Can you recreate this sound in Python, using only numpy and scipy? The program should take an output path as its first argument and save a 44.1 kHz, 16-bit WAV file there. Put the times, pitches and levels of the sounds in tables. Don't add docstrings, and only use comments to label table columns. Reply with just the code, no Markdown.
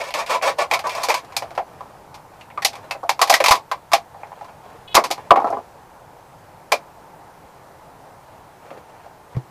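import sys
import numpy as np
from scipy import signal
from scipy.fft import rfft, irfft
from scipy.io import wavfile
from scipy.ndimage import uniform_filter1d

SR = 44100
rng = np.random.default_rng(int(sys.argv[2]) if len(sys.argv) > 2 else 0)


def to_wav(s):
    ch = np.atleast_2d(s).T
    pcm = np.round(np.clip(ch, -1, 1) * 32767)
    wavfile.write(sys.argv[1], SR, pcm.astype(np.int16))


N = 418950
SIZE = 16384

# [f/Hz, width/Hz, boost/dB]
RESONANCES = [(545, 76, 7.5), (684.7, 33, 13.5), (803, 36.5, 12.5), (943, 12, -19), (1001, 47, 11),
              (1106, 22, 5.5), (1327, 37, 2.5), (1581, 26, 6.5), (1860, 13, 1.5), (2150, 11.1, 4.5),
              (2320, 14, 1.5), (2660, 85, 1.5), (4380, 78, 5.5), (5400, 100, -5)]


def gain_of(db):
    return 10 ** (np.asarray(db) / 20)


def evened(x):
    return x / np.sqrt(np.mean(x ** 2) + 1e-20)


def read(points, hz):
    f, value = np.transpose(points)
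    return np.interp(np.log(hz + 1), np.log(f + 1), value)


def causal(db):
    cepstrum = irfft(np.maximum(db, -100) * np.log(10) / 20)
    cepstrum[1:SIZE // 2] *= 2
    cepstrum[SIZE // 2 + 1:] = 0
    return np.exp(rfft(cepstrum))


def peaks_db(modes, hz):
    return sum(db / (1 + (2 * (hz - f) / width) ** 2) for f, width, db in modes)


def snapping():
    # [t/s, nominal peak level/dB, dimple f/Hz, slipping time/s, mid level/dB, treble level/dB]
    snap_rows = [(.105, -22, 673, 0.0029, -1, -7), (.139, -13, 805, 0.0034, 2, -2),
                 (.262, -23.5, 646, 0.0051, 4, 1), (.413, -19, 651, .003, -4, -26),
                 (.712, -5, 864, 0.0031, -4, -12.5), (.736, -6, 2250, 0.0054, -9.5, -7),
                 (.791, -16, 810, 0.0028, -10, -10), (.869, -9.5, 990, 0.0032, -36, -15),
                 (.894, -17, 1090, .0033, 1, -6), (.949, -16.5, 980, 0.0039, -14, -11),
                 (.981, -16.5, 930, 0.0033, -24, -18), (1.033, -8.5, 930, 0.01, -12, -2.5),
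                 (1.085, -8, 520, 0.0029, -27.5, -16), (1.095, -4, 880, 0.011, -32, -12),
                 (1.104, -7.5, 844, .001, 6, -18), (1.142, -7, 1010, 0.0031, -11.5, -9),
                 (1.247, -40, 895, 0.0029, -10, -1), (1.322, -28, 1020, 0.0068, -10, -14),
                 (1.365, -8, 2400, 0.0042, -14, -1.5), (1.422, -14.5, 662, 0.0045, -19, -22),
                 (1.506, -24.5, 653, 0.0042, -16, -18), (1.549, -27.5, 930, 0.021, -13, -12),
                 (1.577, -6.5, 734, 0.0018, -20.5, -31.5), (1.59, -16.5, 746, 0.002, -40, -32),
                 (1.807, -20.5, 1100, 0.0011, -22.5, -28), (2.142, -28.5, 991, 0.0094, -8, -6.5),
                 (2.411, -32.5, 2750, .0018, 2, -6), (2.502, -31, 970, 0.0022, -2, -25),
                 (2.576, -11.5, 1190, 0.00096, -17.5, -32), (2.621, -16, 1820, 0.0048, -11, -10.5),
                 (2.648, -1, 750, 0.0025, -1, 4), (2.73, -24, 845, 0.0063, -9, -12),
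                 (2.754, -25.5, 1120, 0.0036, -10, -10), (2.909, -11.5, 2590, 0.0037, -15.5, -15),
                 (2.949, -20.5, 573, 0.0089, -20, -32), (3.03, -13.5, 714, 0.0084, -44, -35),
                 (3.092, -1.5, 888, 0.0017, -10.5, -9), (3.192, -9.5, 1020, 0.0048, -17.5, -16),
                 (3.215, 2.5, 1126, 0.0049, -13.5, -9), (3.273, -14.5, 800, .0073, -9.5, -9),
                 (3.297, 4, 794, 0.0065, -17, -7.5), (3.324, -4, 678, 0.0044, -3, -11),
                 (3.34, 2, 1960, 0.00087, -13.5, -9), (3.402, -1.5, 524, 0.0057, -13.5, -17),
                 (3.44, -2.5, 2430, 0.0027, -15, -11.5), (3.459, -1, 1140, 0.0043, -1.5, -4),
                 (3.483, 0, 840, .0018, -7.5, -5.5), (3.508, 5.5, 1095, 0.011, -15, -11.5),
                 (3.554, -14.5, 845, 0.0024, -12, -10), (3.714, -7, 1080, 0.0035, -17, -21),
                 (3.917, -7.5, 1160, 0.027, -17, -16), (3.933, 3, 760, 0.0032, -7, -8.5),
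                 (4.144, -25.5, 780, 0.0035, -36, -35), (4.232, -21, 920, 0.0019, -11, -53),
                 (4.317, -24.5, 895, 0.0048, -24, -44), (4.409, -21, 790, 0.0037, -28, -28),
                 (4.445, -30, 1020, .0048, -14, -16), (4.484, -28.5, 870, 0.0031, -15, -32),
                 (4.944, -2, 1380, 0.014, -15.5, -11.5), (6.719, -1.5, 626, 0.0013, -23, -20),
                 (6.722, -3.5, 2380, 0.00091, -13.5, -11)]
    return blows(snap_rows, bass_db=-27.5, dimple_db=12.5)


def knocking():
    # [t/s, nominal peak level/dB, dimple f/Hz, slipping time/s, mid level/dB, treble level/dB]
    knock_rows = [(4.951, 2.5, 930, 0.0025, -11, -3), (4.967, 3.5, 1180, 0.00099, -17.5, -50),
                  (4.977, 0.5, 624, 0.0029, -17, -37), (5.038, -8.5, 940, 0.016, -13.5, -10.5),
                  (5.104, -10, 775, 0.0033, -28, -18), (5.111, -10.5, 1090, .0024, -3.5, 2),
                  (5.178, -21, 890, 0.0027, -21, -25), (5.306, 9, 1100, 0.0019, -28, -40),
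                  (5.315, 0.5, 735, 0.0016, -44, -54), (5.359, -3, 1030, .0022, -22, -34),
                  (5.37, -.5, 800, 0.0039, -26, -39), (5.381, -11, 813, 0.0044, -38, -47),
                  (5.399, -10.5, 1010, 0.0035, -32, -33), (5.417, -11, 790, 0.005, -41, -42),
                  (5.444, -4, 760, 0.0022, -42, -43), (5.471, -10.5, 920, .0041, -29, -35),
                  (5.502, -11.5, 694, .0048, -57, -26), (5.524, -8, 670, 0.014, -30.5, -46),
                  (5.57, -13.5, 720, 0.0015, -55, -48), (8.705, -27, 452, 0.0024, -15.5, -26),
                  (8.712, -24.5, 513, 0.0053, -31, -34), (8.774, -28.5, 546, .0024, -20, -26),
                  (9.059, -29, 681, 0.003, -35.5, -28), (9.348, -36, 1900, .0039, -15, -30),
                  (9.365, -23.5, 401, 0.0029, -26, -24)]
    return blows(knock_rows, bass_db=-18, dimple_db=10.5)


def blows(rows, bass_db, dimple_db):
    # [f/Hz, level per Hz/dB]
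    usual_colour = [(88, -69), (150, -31), (308, -12), (751, -1.5), (1170, -1.5), (1510, -7.5),
                    (2310, -1.5), (2860, -10), (4930, -14.5), (8330, -23), (11400, -22.5), (13800, -25.5),
                    (15500, -42.5)]
    usual_bass_db, usual_mid_db, usual_treble_db = -24.5, -12.5, -18.5
    bass_db_per_octave, usual_dimple_hz = -6.5, 764
    sizzle_per_treble, sizzle_db = 1, 4
    direct_db, echo_db = -3.5, -0.2
    crest_db = 13.5

    hz = np.fft.rfftfreq(SIZE, 1 / SR)
    t = np.arange(SIZE // 2) / SR
    out = np.zeros(N + SIZE)
    usual = read(usual_colour, hz)
    ringing = causal(peaks_db(RESONANCES, hz))
    blurred = causal(0.29 * peaks_db(RESONANCES, hz))

    for s, db, dimple_hz, slip_s, mid_db, treble_db in rows:
        slip_s = max(slip_s, 3e-4)
        envelope = np.exp(-t / slip_s) * (1 - np.exp(-t / 0.00028))
        run = slips(len(t), per_s=3000, spread_db=5.0) * envelope
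        run /= np.sqrt(np.sum(run ** 2) + 0.00087)
        direct = gain_of(direct_db) * rfft(run, SIZE) * ringing
        tail = cabin(count=1, rise_s=0.5 * slip_s)[0]
        echoes = gain_of(echo_db) * rfft(tail, SIZE) * blurred

        octaves = np.log2(dimple_hz / usual_dimple_hz)
        low_db = bass_db - usual_bass_db + bass_db_per_octave * octaves
        bright_db = treble_db - usual_treble_db
        lean = read([(350, low_db), (600, 0.0063), (1300, 0.022), (2300, mid_db - usual_mid_db),
                     (5000, bright_db), (11000, sizzle_per_treble * bright_db - sizzle_db)], hz)
        dimple = peaks_db([(dimple_hz, 250, dimple_db)], hz)
        sound = irfft((direct + echoes) * causal(usual + lean + dimple))
        head = sound[:round(0.03 * SR)]
        out[round(s * SR):][:SIZE] += gain_of(db - crest_db) * sound / np.sqrt(np.mean(head ** 2))
    return out[:N]


def sawing():
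    # [start t/s, held for/s, level/dB, treble over the usual colour/dB]
    strokes = [(-.02, 0.03, -20.5, 4), (.03, 0.058, -33, 8), (.14, 0.074, -21, 4.5), (.262, .03, -35, 12),
               (.288, 0.063, -18, 4), (.42, 0.076, -17.5, 4), (.565, .02, -39, 2), (.583, 0.037, -17, 4),
               (.698, .012, -38, 3), (.71, 0.036, -18.5, 2), (.836, 0.036, -23, -4),
               (.855, .09, -34.5, 9.5), (.95, .12, -29, 5.5), (1.083, 0.031, -24, 11),
               (1.14, 0.039, -32.5, 11)]
    # [f/Hz, level per Hz/dB]
    sawn_colour = [(88, -43), (150, -32.5), (352, -17.5), (509, -1.5), (668, 2), (877, -3.5), (985, 4),
                   (1700, -9), (2270, -8), (2920, -19), (6350, -28), (12300, -41), (15500, -44)]
    hz = np.fft.rfftfreq(SIZE, 1 / SR)
    level, treble_db = swells(strokes, rise_s=0.0053, fall_db_per_s=900)
    drive = level * evened(slips(N, per_s=2800, spread_db=2.5))
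    colour = read(sawn_colour, hz) + 0.5 * peaks_db(RESONANCES, hz)
    high = 1 / (1 + (3000 / (hz + 1)) ** 4)
    dull = through(drive, colour + 10 * np.log10(1.001 - high))
    bright = through(drive * gain_of(treble_db), colour + 10 * np.log10(high + 1e-9))
    return dull + gain_of(-10) * bright


def low_tones():
    # [t/s, level/dB, f/Hz, time to fall by 60 dB/s, rise time/s]
    tones = [(3.508, -8.5, 70, 0.021, .002), (4.95, -19.5, 80, 0.035, 0.0022),
             (9.351, -17.5, 122, 0.065, 0.0052), (9.368, -9.5, 127, .09, 0.002)]
    t = np.arange(SIZE) / SR
    out = np.zeros(N + SIZE)
    for s, db, hz, t60, rise_s in tones:
        envelope = gain_of(db - 60 * t / t60) * (1 - np.exp(-t / rise_s))
        out[round(s * SR):][:SIZE] += envelope * np.sin(2 * np.pi * hz * t)
    return out[:N]


def rubbing():
    # [start t/s, held for/s, level/dB]
    rustles = [(1.2, 0.29, -45), (1.65, 0.32, -51.5), (2.3, .12, -50), (2.7, 0.15, -43), (4.15, .35, -47.5),
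               (4.6, 0.15, -45.5), (5.14, .14, -45), (5.38, 0.18, -41.5), (8.18, 0.18, -53.5),
               (8.6, 0.11, -46.5), (8.68, 0.11, -47), (8.86, 0.13, -48.5), (8.98, 0.048, -45),
               (9.29, .04, -51)]
    # [f/Hz, level per Hz/dB]
    rubbed_colour = [(59, -38), (100, -15), (241, -20.5), (477, -11), (698, -5), (2470, -23), (3200, -28),
                     (12000, -45), (15600, -69.5), (22000, -120)]
    hz = np.fft.rfftfreq(SIZE, 1 / SR)
    level, _ = swells(rustles, rise_s=0.038, fall_db_per_s=154)
    drive = level * evened(slips(N, per_s=1500, spread_db=1.5))
    return through(drive, read(rubbed_colour, hz))


def creaking():
    # [start t/s, held for/s, level/dB]
    creak_rows = [(4.875, 0.057, -40)]
    slips_per_s = 424
    hz = np.fft.rfftfreq(SIZE, 1 / SR)
    ticks = np.diff(np.floor(np.arange(N + 1) * slips_per_s / SR))
    strain = evened(ticks * gain_of(1.5 * rng.standard_normal(N)))
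    level, _ = swells(creak_rows, rise_s=0.0043, fall_db_per_s=2497)
    return through(level * strain, peaks_db([(3200, 2500, 45)], hz), direct_db=3)


def hum():
    # [f/Hz, level per Hz/dB]
    hum_colour = [(18, -47), (30, -1), (66, 4), (132, 11), (229, 1), (254, 3), (438, 5), (486, 4.5),
                  (539, 9), (614, 6.5), (885, 12), (1120, 3), (1270, 1.5), (3090, -13.5), (15100, -20.5)]
    hum_db, patchy_db, swell_db = -45.5, 0.9, 0.9
    frames = N // 256 + 5
    hz = np.fft.rfftfreq(1024, 1 / SR)
    a, b, patches = rng.standard_normal((frames, 513, 3)).T
    patches = uniform_filter1d(patches, 12, 0)
    patches = evened(uniform_filter1d(patches, 14, 1))
    t = np.arange(frames) * 256 / SR
    swell = evened(sum(np.sin(2 * np.pi * (f * t + rng.random())) / np.sqrt(f)
                       for f in np.geomspace(0.2, 5, 20)))
    level_db = read(hum_colour, hz)[:, None] + patchy_db * patches
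    level_db = level_db + swell_db * swell / (1 + hz[:, None] / 3000)
    noise = signal.istft((a + 1j * b) * gain_of(level_db), nperseg=1024, noverlap=768)[1][:N]
    return gain_of(hum_db) * evened(noise)


def slips(count, per_s, spread_db):
    size = gain_of(spread_db * np.minimum(rng.exponential(1, count), 4))
    return size * rng.choice([-1., 1.], count) * (rng.random(count) < per_s / SR)


def swells(rows, rise_s, fall_db_per_s):
    start, held, db, *more = np.transpose(rows)[:, :, None]
    t = np.arange(N) / SR - start
    level = np.clip(t / rise_s, 0, 1) * gain_of(db - fall_db_per_s * np.maximum(t - held, 0))
    return level.max(axis=0), np.transpose(rows)[-1][level.argmax(axis=0)]


def through(drive, db, direct_db=-2):
    turn = 2 * np.pi * np.arange(N) / SR / 0.11
    paths = cabin(count=3, rise_s=0.00085)
    paths[:, 0] = gain_of(direct_db)
    places = irfft(causal(db) * rfft(paths, SIZE))
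    places /= np.linalg.norm(places, axis=1, keepdims=True)
    out = np.zeros(N)
    for k in range(3):
        share = np.cos(turn + k * np.pi / 3) * np.sqrt(2 / 3)
        out += signal.oaconvolve(drive * share, places[k])[:N]
    return out


def cabin(count, rise_s):
    # [f/Hz, time to fall by 60 dB/s]
    decay = [(250, 0.2), (660, .12), (1740, 0.1), (4590, .11), (12100, 0.095)]
    hz, t, z = signal.stft(rng.standard_normal((count, SIZE // 2)), SR, nperseg=128)
    fading = z * gain_of(-60 * t / read(decay, hz)[:, None])
    tail = signal.istft(fading, SR, nperseg=128)[1][:, :SIZE // 2]
    tail *= 1 - np.exp(-np.arange(SIZE // 2) / SR / rise_s)
    return tail / np.linalg.norm(tail, axis=1, keepdims=True)


def scene():
    mono = snapping() + knocking() + sawing() + low_tones() + rubbing() + creaking() + hum()
    return np.array([mono, mono])


def low_pass(x, hz):
    taps = signal.firwin(511, hz, window=("kaiser", 9), fs=SR)
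    return signal.oaconvolve(x, taps[None], "same")


def record(dry):
    mic_hz, edge_hz = 15150, 16075
    overloaded = np.clip(low_pass(dry, mic_hz), -1, 1)
    return low_pass(overloaded, edge_hz)


dry = scene()
out = record(dry)
to_wav(out)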